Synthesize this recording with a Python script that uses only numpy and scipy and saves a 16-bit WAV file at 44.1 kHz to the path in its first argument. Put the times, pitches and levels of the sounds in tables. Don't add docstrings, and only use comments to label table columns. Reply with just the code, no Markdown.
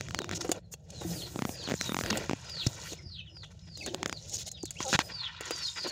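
import sys
import numpy as np
from scipy import signal
from scipy.fft import rfft, irfft
from scipy.io import wavfile

SR = 44100
rng = np.random.default_rng(int(sys.argv[2]) if len(sys.argv) > 2 else 0)


def int16_out(signal):
    q = np.round(np.clip(np.atleast_2d(signal).T, -1, 1) * 32767)
    wavfile.write(sys.argv[1], SR, q.astype(np.int16))


N = 260631
TIME_S = np.arange(N) / SR

# time_s, level_db
RUMBLE_LEVELS = [(0.0, -48), (0.81, -56.5), (1.12, -48), (1.68, -56), (2.11, -43), (2.32, -54.5),
                 (4.92, -53.5), (5.91, -63.5)]
# time_s, body_db, rasp_db, hiss_db
RUSTLE_LEVELS = [(0, -57.5, -55.5, -54.5), (.35, -45.5, -56, -62.5), (.43, -47, -52, -49),
                 (.56, -70, -57.5, -57), (.62, -71.5, -76, -82), (.83, -62, -78, -74.5),
                 (.93, -53, -61, -57), (1.09, -48.5, -53.5, -47.5), (1.3, -51.5, -53, -55.5),
                 (1.52, -50.5, -56, -57.5), (1.7, -56.5, -47, -46.5), (1.79, -64, -55, -50),
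                 (1.861, -45.5, -39, -42), (1.95, -72, -58, -61), (2.01, -59, -60, -38.5),
                 (2.05, -42, -39.5, -74), (2.15, -37, -39.5, -50), (2.36, -60, -53, -55),
                 (2.6, -57.5, -50, -52.5), (2.72, -50.5, -52.5, -52), (2.9, -58, -46.5, -45.5),
                 (2.98, -61.5, -60, -63), (3.14, -73.5, -71.5, -85), (3.44, -64.5, -71.5, -68.5),
                 (3.74, -72, -67, -64), (3.83, -47.5, -72, -49.5), (3.98, -49, -51, -59),
                 (4.2, -60.5, -65, -56), (4.36, -52.5, -62.5, -45.5), (4.58, -63.5, -75, -70),
                 (4.73, -63.5, -66, -58), (4.86, -48, -59, -45), (5.06, -55.5, -58, -57),
                 (5.22, -74, -45, -66), (5.37, -73, -48.5, -75), (5.46, -58, -40.5, -46.5),
                 (5.62, -62.5, -46, -47), (5.74, -75, -56, -46), (5.91, -44.5, -46, -54)]
# start_s, length_s, level_db, brightness (0 body, 1 rasp, 2 hiss)
FOOT_SCUFFS = [(0.32, 0.023, -36.5, 1.37), (0.345, 0.035, -37.5, 2.05), (.407, 0.015, -37, 1.7),
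               (.537, 0.058, -45, 0.051), (0.902, 0.007, -42.5, 2.34), (2.17, 0.031, -49, 0.36),
               (2.495, 0.0059, -41.5, 2.1), (2.567, 0.0079, -43, 0.97), (2.1015, 0.0087, -22, 1.21),
               (2.664, 0.011, -33, 1.84), (3.366, 0.0094, -54.5, 0.65), (3.431, 0.019, -51.5, 1.06),
               (3.504, .025, -59.5, 1.24), (3.668, 0.027, -56.5, 0.61), (3.861, 0.03, -43, 0.43),
               (4.322, 0.051, -36.5, 2.58), (4.377, 0.058, -38.5, 2.32), (4.462, 0.032, -33, 2.6),
               (4.8, 0.045, -40.5, 1.52), (4.878, 0.058, -37.5, 1.84), (4.929, 0.036, -22.5, 1.08),
               (4.992, 0.031, -33, 1.1), (5.089, 0.038, -43.5, 0.67), (5.758, 0.041, -43, 0.95),
               (5.841, 0.044, -40, 0.51), (5.87, 0.036, -34.5, 2.6)]
# start_s, length_s, level_db
HAND_SLIDES = [(0.711, 0.039, -48.5), (0.998, 0.27, -47.5), (1.152, 0.39, -54.5), (1.45, 0.12, -47.5),
               (1.66, 0.63, -51.5), (2.563, 0.22, -59.5), (2.815, 0.16, -55.5), (5.007, 0.1, -54)]
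# freq_hz, gain_db
RUMBLE_EQ = [(25, -17.5), (50, 2.5), (80, 10), (170, 6.5), (260, -21.5), (500, -59.5)]
BODY_EQ = [(120, -22.5), (210, 0), (350, 1.5), (550, -4.5), (820, -7), (1100, -42.5), (2500, -44)]
RASP_EQ = [(450, -18), (950, 2), (1400, 3.5), (2200, 2), (3200, 0), (4800, -2.5), (7000, -17), (11000, -55)]
HISS_EQ = [(1500, -32), (3000, -7), (5500, -2.5), (6700, 2.5), (8000, -12), (10000, -19.5), (15000, -32)]
SKIN_EQ = [(4000, -16), (6700, 0.5), (8500, -5), (11000, -12), (13500, -6.5), (14900, 2.5), (15400, -36),
           (16000, -52)]
CASE_EQ = [(100, 0.5), (1000, -3), (2500, 0), (4500, -3), (6800, 4), (8500, -9.5), (12000, -23.5),
           (15000, -11), (16500, -15)]
# start_s, slip_count, gap_ms, level_db, release_ms
SLIP_RUNS = [(.0098, 1, 0, -11.5, 0.058), (0.0858, 2, 23, -17.5, 0.072), (0.1467, 2, 43, -8, 0.054),
             (0.2186, 2, 25.5, -15.5, 0.14), (0.293, 2, 20, -13.5, 0.094), (1.3598, 1, 0, -22, 1.7),
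             (1.3912, 3, 30.5, -14.5, .9), (1.493, 1, 0, -22, 1.1), (1.676, 2, 12, -20, 0.48),
             (1.698, 3, 7, -17, 0.32), (1.7197, 2, 20.5, -15, 0.84), (1.812, 1, -4, -2.5, 0.03),
             (1.894, 2, 26.5, -16.5, 0.98), (1.9452, 4, 22, -10.5, .2), (2.0373, 2, 24.5, -12.5, 0.079),
             (2.129, 1, 0, -15.5, 0.81), (2.2956, 2, 16, -13.5, 0.72), (2.333, 1, 0, -15, 1.4),
             (2.666, 1, 0, -17.5, 7), (3.946, 1, 0, -6.5, 0.038), (4.0303, 2, 29.5, -5.5, 0.083),
             (4.096, 2, 31.5, -10.5, 0.067), (4.805, 1, 0, -15.5, 0.43), (4.9293, 1, 0, -5, 0.16),
             (4.991, 1, 0, -1.5, 0.13)]
# freq_hz, width_hz, gain_db
PHONE_MODES = [(249, 67, -1), (694, 216, 0.5), (1510, 280, -5)]
BOWL_MODES = [(355, 64, 7), (475, 81, 14), (700, 83, 6.5), (1760, 54, -35), (2720, 150, -3.5),
              (3400, 70, -7), (4460, 81, -6), (6600, 540, -7.5)]
# start_s, level_db, pitch_hz, t60_s
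FLOOR_BUMPS = [(.203, -27, 390, .05), (0.327, -33, 167.7, 0.19), (0.492, -18, 319, 0.042),
               (.517, -22, 716, 0.032), (1.048, -29.5, 327, 0.15), (1.722, -35, 285, 0.099),
               (2.11, -25.5, 216, 0.23), (3.061, -34, 88, 0.14), (2.921, -28.5, 347, 0.025),
               (2.667, -12.5, 124, 0.043), (3.877, -27, 260, 0.023), (4.635, -20, 335, 0.025),
               (4.949, -13.5, 154, 0.031)]
# start_s, level_db, tilt_db_per_octave (hardness)
BOWL_KNOCKS = [(0.444, -32, -5), (.492, -28.5, -0.5), (.516, -19.5, 4.5), (0.738, -36, 4.5),
               (1.011, -37.5, -2.5), (2.172, -26, 5.5), (2.931, -34.5, 4), (3.773, -41, 7.5),
               (3.862, -30.5, 7), (4.077, -41, 27), (4.515, -34, 36), (4.629, -37, 47), (4.654, -34.5, 28),
               (4.7065, -31.5, 14), (5.408, -31.5, 2.5), (5.508, -25, 1.5)]
# tilt_db_per_octave, contact_ms
CONTACT_TIMES = [(5, 10.2), (-1, 2.7)]
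# start_s, length_s, open_hz, middle_hz, close_hz, level_db
TWEET_ARCS = [(.15, 0.098, 4780, 3980, 3520, -52), (.62, 0.075, 4400, 4170, 3900, -76),
              (.925, 0.13, 4500, 3930, 3610, -54), (1.775, 0.15, 4220, 3870, 3630, -44),
              (2.975, 0.034, 3100, 2100, 2300, -59), (3.183, 0.029, 3440, 2895, 2560, -44),
              (3.255, 0.052, 4000, 3050, 2850, -55), (3.80, 0.036, 3100, 2460, 2020, -47),
              (4.755, 0.064, 1990, 3120, 3200, -49.5), (5.183, 0.074, 3790, 3520, 3360, -47.5)]
JUDDER_ARCS = [(1.047, .112, 174, 172, 168, -35)]
COO_ARCS = [(4.843, .066, 305, 258, 272, -36)]
# harmonic, level_db
JUDDER_HARMONICS = [(1, 12), (2, -6)]
COO_HARMONICS = [(2, 12.5), (3, 12.5), (4, -8), (5, -3)]
# start_s, length_s, open_hz, knee_hz, close_hz, level_db
PEEP_GLIDES = [(1.082, 0.15, 5250, 4010, 2810, -42.5), (1.172, 0.1, 4390, 4150, 4020, -44.5),
               (1.489, .15, 5110, 4000, 2900, -43.5), (1.559, 0.13, 4910, 4080, 2540, -39.5),
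               (2.0, 0.14, 5100, 4040, 2420, -41), (2.436, 0.21, 5046, 3853, 2340, -37.5),
               (2.481, 0.19, 4910, 4050, 3630, -39.5), (2.855, 0.074, 4690, 4120, 3200, -44),
               (2.952, 0.24, 5275, 3970, 2450, -47), (2.985, 0.24, 5640, 4080, 3500, -52.5),
               (3.286, 0.17, 5190, 4190, 2670, -47.5), (3.605, 0.19, 5190, 4190, 3630, -49),
               (3.715, 0.19, 5010, 4090, 2730, -44.5), (4.082, 0.11, 5100, 4240, 3600, -45.5),
               (4.46, 0.13, 4220, 3660, 2530, -48), (4.505, 0.19, 5050, 4280, 3250, -48),
               (5.026, 0.258, 5020, 4010, 2710, -37), (5.493, 0.2, 4850, 4260, 3530, -35),
               (5.53, .16, 5640, 5050, 4700, -38), (5.692, 0.18, 5180, 4230, 4070, -38.5),
               (5.737, .2, 5090, 4380, 3500, -36)]


def undb(db):
    return 10 ** (np.asarray(db) / 20)


def unit(x):
    return x / np.sqrt(np.mean(x ** 2) + 1e-20)


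def add(track, start_s, x):
    i = max(int(start_s * SR), 0)
    track[i:i + len(x)] += x[:max(len(track) - i, 0)]


def ticks(length_s):
    return np.arange(int(length_s * SR)) / SR


def stroke(length_s):
    return np.sin(np.pi * ticks(length_s) / length_s) ** .5


def walk(rate_hz, size):
    points = rng.standard_normal(int(size * rate_hz / SR) + 2)
    return np.interp(np.arange(size) * rate_hz / SR, np.arange(len(points)), points)


def colour(x, eq):
    hz, db = np.transpose(eq)
    size = 2 ** 12
    bins_hz = np.maximum(np.fft.rfftfreq(size, 1 / SR), 1)
    gain = undb(np.interp(np.log(bins_hz), np.log(hz), db))
    cepstrum = irfft(np.log(gain))
    cepstrum[1:size // 2] *= 2
    cepstrum[size // 2 + 1:] = 0
    return signal.fftconvolve(x, irfft(np.exp(rfft(cepstrum))))[:len(x)]


def resonate(x, hz, width_hz):
    return signal.lfilter(*signal.iirpeak(hz, hz / width_hz, fs=SR), x)


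def highpass(x, hz):
    return signal.sosfilt(signal.butter(2, hz, "high", fs=SR, output="sos"), x)


def hand_rumble():
    noise = unit(colour(rng.standard_normal(N), RUMBLE_EQ))
    return noise * undb(np.interp(TIME_S, *np.transpose(RUMBLE_LEVELS)) + 4)


def grains(size, spread_db, rate_hz):
    return unit(rng.standard_normal(size) * undb(spread_db * walk(rate_hz, size)))


def hutch(x, wall_db, t60_s=.03):
    lags_s = rng.uniform(.001, .014, size=9)
    echoes = undb(-60 * lags_s / t60_s)
    dulled = signal.lfilter([.5, .5], [1], x)
    out = x.copy()
    for lag_s, echo in zip(lags_s, echoes / np.linalg.norm(echoes)):
        add(out, lag_s, undb(wall_db) * echo * dulled)
    return out


def friction(eq, grain_db, patchy_db=4.5):
    slips = grains(N, grain_db, rate_hz=700)
    bands_hz = 170 * 2 ** np.arange(0, 6.6, .5)
    patchy = sum(resonate(np.roll(slips, rng.integers(N)), hz, hz / 3.5) * undb(patchy_db * walk(35, N))
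                 for hz in bands_hz)
    place = walk(3, N)
    boxy = sum(share * hutch(np.roll(patchy, rng.integers(N)), wall_db=-3)
               for share in (np.cos(place), np.sin(place)))
    return unit(colour(boxy, eq))


def pressure(register, bed_db, sway_db, focus_db=14.5):
    levels = np.array(RUSTLE_LEVELS)
    level_db = np.interp(TIME_S, levels[:, 0], levels[:, 1 + register])
    strength = undb(level_db + bed_db + sway_db * walk(60, N))
    for start_s, length_s, db, brightness in FOOT_SCUFFS:
        add(strength, start_s, undb(db - focus_db * (register - brightness) ** 2) * stroke(length_s))
    return strength


def rustle(loud_hiss_db=-40, scrape_hz=9600, scrape_width_hz=1700):
    body = pressure(0, bed_db=-1, sway_db=3)
    rasp = pressure(1, bed_db=-3, sway_db=2)
    hiss = pressure(2, bed_db=-.5, sway_db=1.5)
    sizzle = undb(-17) * hiss * np.minimum(hiss / undb(loud_hiss_db), 1)
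    for start_s, length_s, db in HAND_SLIDES:
        add(sizzle, start_s, undb(db) * stroke(length_s) ** 3)
    swells = undb(-10 + 4.5 * walk(23, N))
    band = resonate(rng.standard_normal(N), scrape_hz, scrape_width_hz)
    scrape = swells * unit(resonate(band, scrape_hz, scrape_width_hz))
    return (body * friction(BODY_EQ, grain_db=-1)
            + rasp * friction(RASP_EQ, grain_db=5.5)
            + hiss * friction(HISS_EQ, grain_db=7.5)
            + sizzle * (friction(SKIN_EQ, grain_db=.5) + scrape))


def case_pops(crackle_s=.0018, rebound_s=.0005):
    out, t = np.zeros(N), ticks(.027)
    for start_s, count, gap_ms, db, release_ms in SLIP_RUNS:
        for slip in range(round(count)):
            step = np.exp(-t * 1000 / release_ms)
            rebound = .7 * step * np.exp(-t / rebound_s)
            add(step, rebound_s * rng.uniform(.5, 2), rebound)
            crackle = undb(-22) * rng.standard_normal(len(t)) * np.exp(-t / crackle_s)
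            detune = np.exp(.18 * rng.standard_normal())
            hollow = sum(undb(mode_db) * resonate(step, hz * detune, width_hz)
                         for hz, width_hz, mode_db in PHONE_MODES)
            gain = undb(db - 1.5 + 2 * rng.uniform(-1, 1))
            add(out, start_s + slip * gap_ms / 1000, gain * (step + hollow + crackle))
    return colour(highpass(out, hz=150), CASE_EQ)


def curved_tones(arcs, harmonics, waver, flutter_db=0):
    out = np.zeros(N)
    for start_s, length_s, open_hz, middle_hz, close_hz, db in arcs:
        u = ticks(length_s) / length_s
        hz = np.polyval(np.polyfit([0, .5, 1], [open_hz, middle_hz, close_hz], 2), u)
        phase = 2 * np.pi * np.cumsum(hz * (1 + waver * walk(264, len(u)))) / SR
        tone = sum(undb(part_db) * np.sin(round(k) * phase) for k, part_db in harmonics)
        flutter = undb(flutter_db * walk(263, len(u)))
        add(out, start_s, undb(db) * unit(tone * stroke(length_s) * flutter))
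    return out


def chick_tweets():
    return curved_tones(TWEET_ARCS, [(1, -10), (2, -36)], waver=.016, flutter_db=4)


def room(x, t60_s=.17, gap_s=.004):
    t = ticks(.6)
    tail = rng.standard_normal(len(t)) * undb(-60 * t / t60_s) * (t > gap_s)
    return signal.fftconvolve(x, tail / np.linalg.norm(tail))[:N]


def floor_bumps(attack_s=.0012, overtone_ratio=2.2):
    out, t = np.zeros(N), ticks(.17)
    for start_s, db, hz, t60_s in FLOOR_BUMPS:
        phase = 2 * np.pi * hz * t
        decay = undb(-60 * t / t60_s)
        board = decay * (np.sin(phase) + undb(-9) * decay * np.sin(overtone_ratio * phase))
        add(out, start_s, undb(db) * board * np.expm1(-t / attack_s))
    return out


def bowl_knocks():
    out, t = np.zeros(N), ticks(.08)
    for start_s, db, tilt_db in BOWL_KNOCKS:
        contact_ms = np.interp(tilt_db, *np.transpose(CONTACT_TIMES))
        age = t * 1000 / contact_ms
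        envelope = np.minimum(age * 6, 1) * np.exp(-age ** .74)
        push = envelope * grains(len(t), spread_db=4, rate_hz=1500)
        detune = 1 + .05 * rng.uniform(-1.07, 1)
        ring = sum(undb(mode_db + tilt_db * np.log2(hz / 2000)) * resonate(push, hz * detune, width_hz)
                   for hz, width_hz, mode_db in BOWL_MODES)
        scratch = undb(tilt_db - 17) * colour(push, CASE_EQ)
        knock = ring + scratch
        contact_power = np.sum(knock ** 2) / np.sum(age < 1)
        add(out, start_s, undb(db) * knock / np.sqrt(contact_power))
    return out


def finger_judder():
    return curved_tones(JUDDER_ARCS, JUDDER_HARMONICS, waver=.035)


def whistle(hz, strain):
    quaver = .006 * strain * walk(800, len(hz))
    rasp = .4 * strain * walk(900, len(hz))
    phase = 2 * np.pi * np.cumsum(hz * (1 + quaver)) / SR
    return (1 + rasp) * (np.sin(phase) + undb(-35) * np.sin(2 * phase))


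def chick_peeps(knee_share=.8, loudest_share=.83, second_ratio=1.11, attack_s=.025, release_s=.006):
    out = np.zeros(N)
    for start_s, length_s, open_hz, knee_hz, close_hz, db in PEEP_GLIDES:
        t = ticks(length_s)
        u = t / length_s
        sag = np.minimum(u / knee_share, 1) ** 2.2
        plunge = np.interp(u, [knee_share, 1], [0, 1])
        hz = open_hz + (knee_hz - open_hz) * sag + (close_hz - knee_hz) * plunge
        hz *= 1 + .007 * walk(70, len(t))
        strain = .5 + u ** 2
        first = whistle(hz, strain)
        second = undb(-14) * whistle(second_ratio * hz, strain)
        hoarse = undb(-15) * 2 * u * first * walk(1600, len(t))
        fades = np.clip(np.minimum(t / attack_s, (length_s - t) / release_s), 0, 1)
        effort = undb(db - 16 * np.abs(u - loudest_share) + 3 * walk(132.2, len(t)))
        add(out, start_s, fades * effort * (first + second + hoarse))
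    return out


def quail_coo():
    return curved_tones(COO_ARCS, COO_HARMONICS, waver=.04)


def scene():
    chicks = chick_peeps() + chick_tweets()
    coo = undb(-3) * quail_coo()
    judder = undb(-3) * finger_judder()
    near = bowl_knocks() + floor_bumps() + undb(.5) * rustle() + coo
    hand = case_pops() + hand_rumble() + judder
    far = undb(-1.5) * hutch(chicks, wall_db=-5) + undb(-5.5) * room(chicks)
    return (far + near + hand)[None]


def record(dry):
    top_hz = 15700
    lowpass = signal.ellip(8, .2, 70, top_hz, fs=SR, output="sos")
    return signal.sosfilt(lowpass, highpass(dry, hz=45))


dry = scene()
out = record(dry)
int16_out(out)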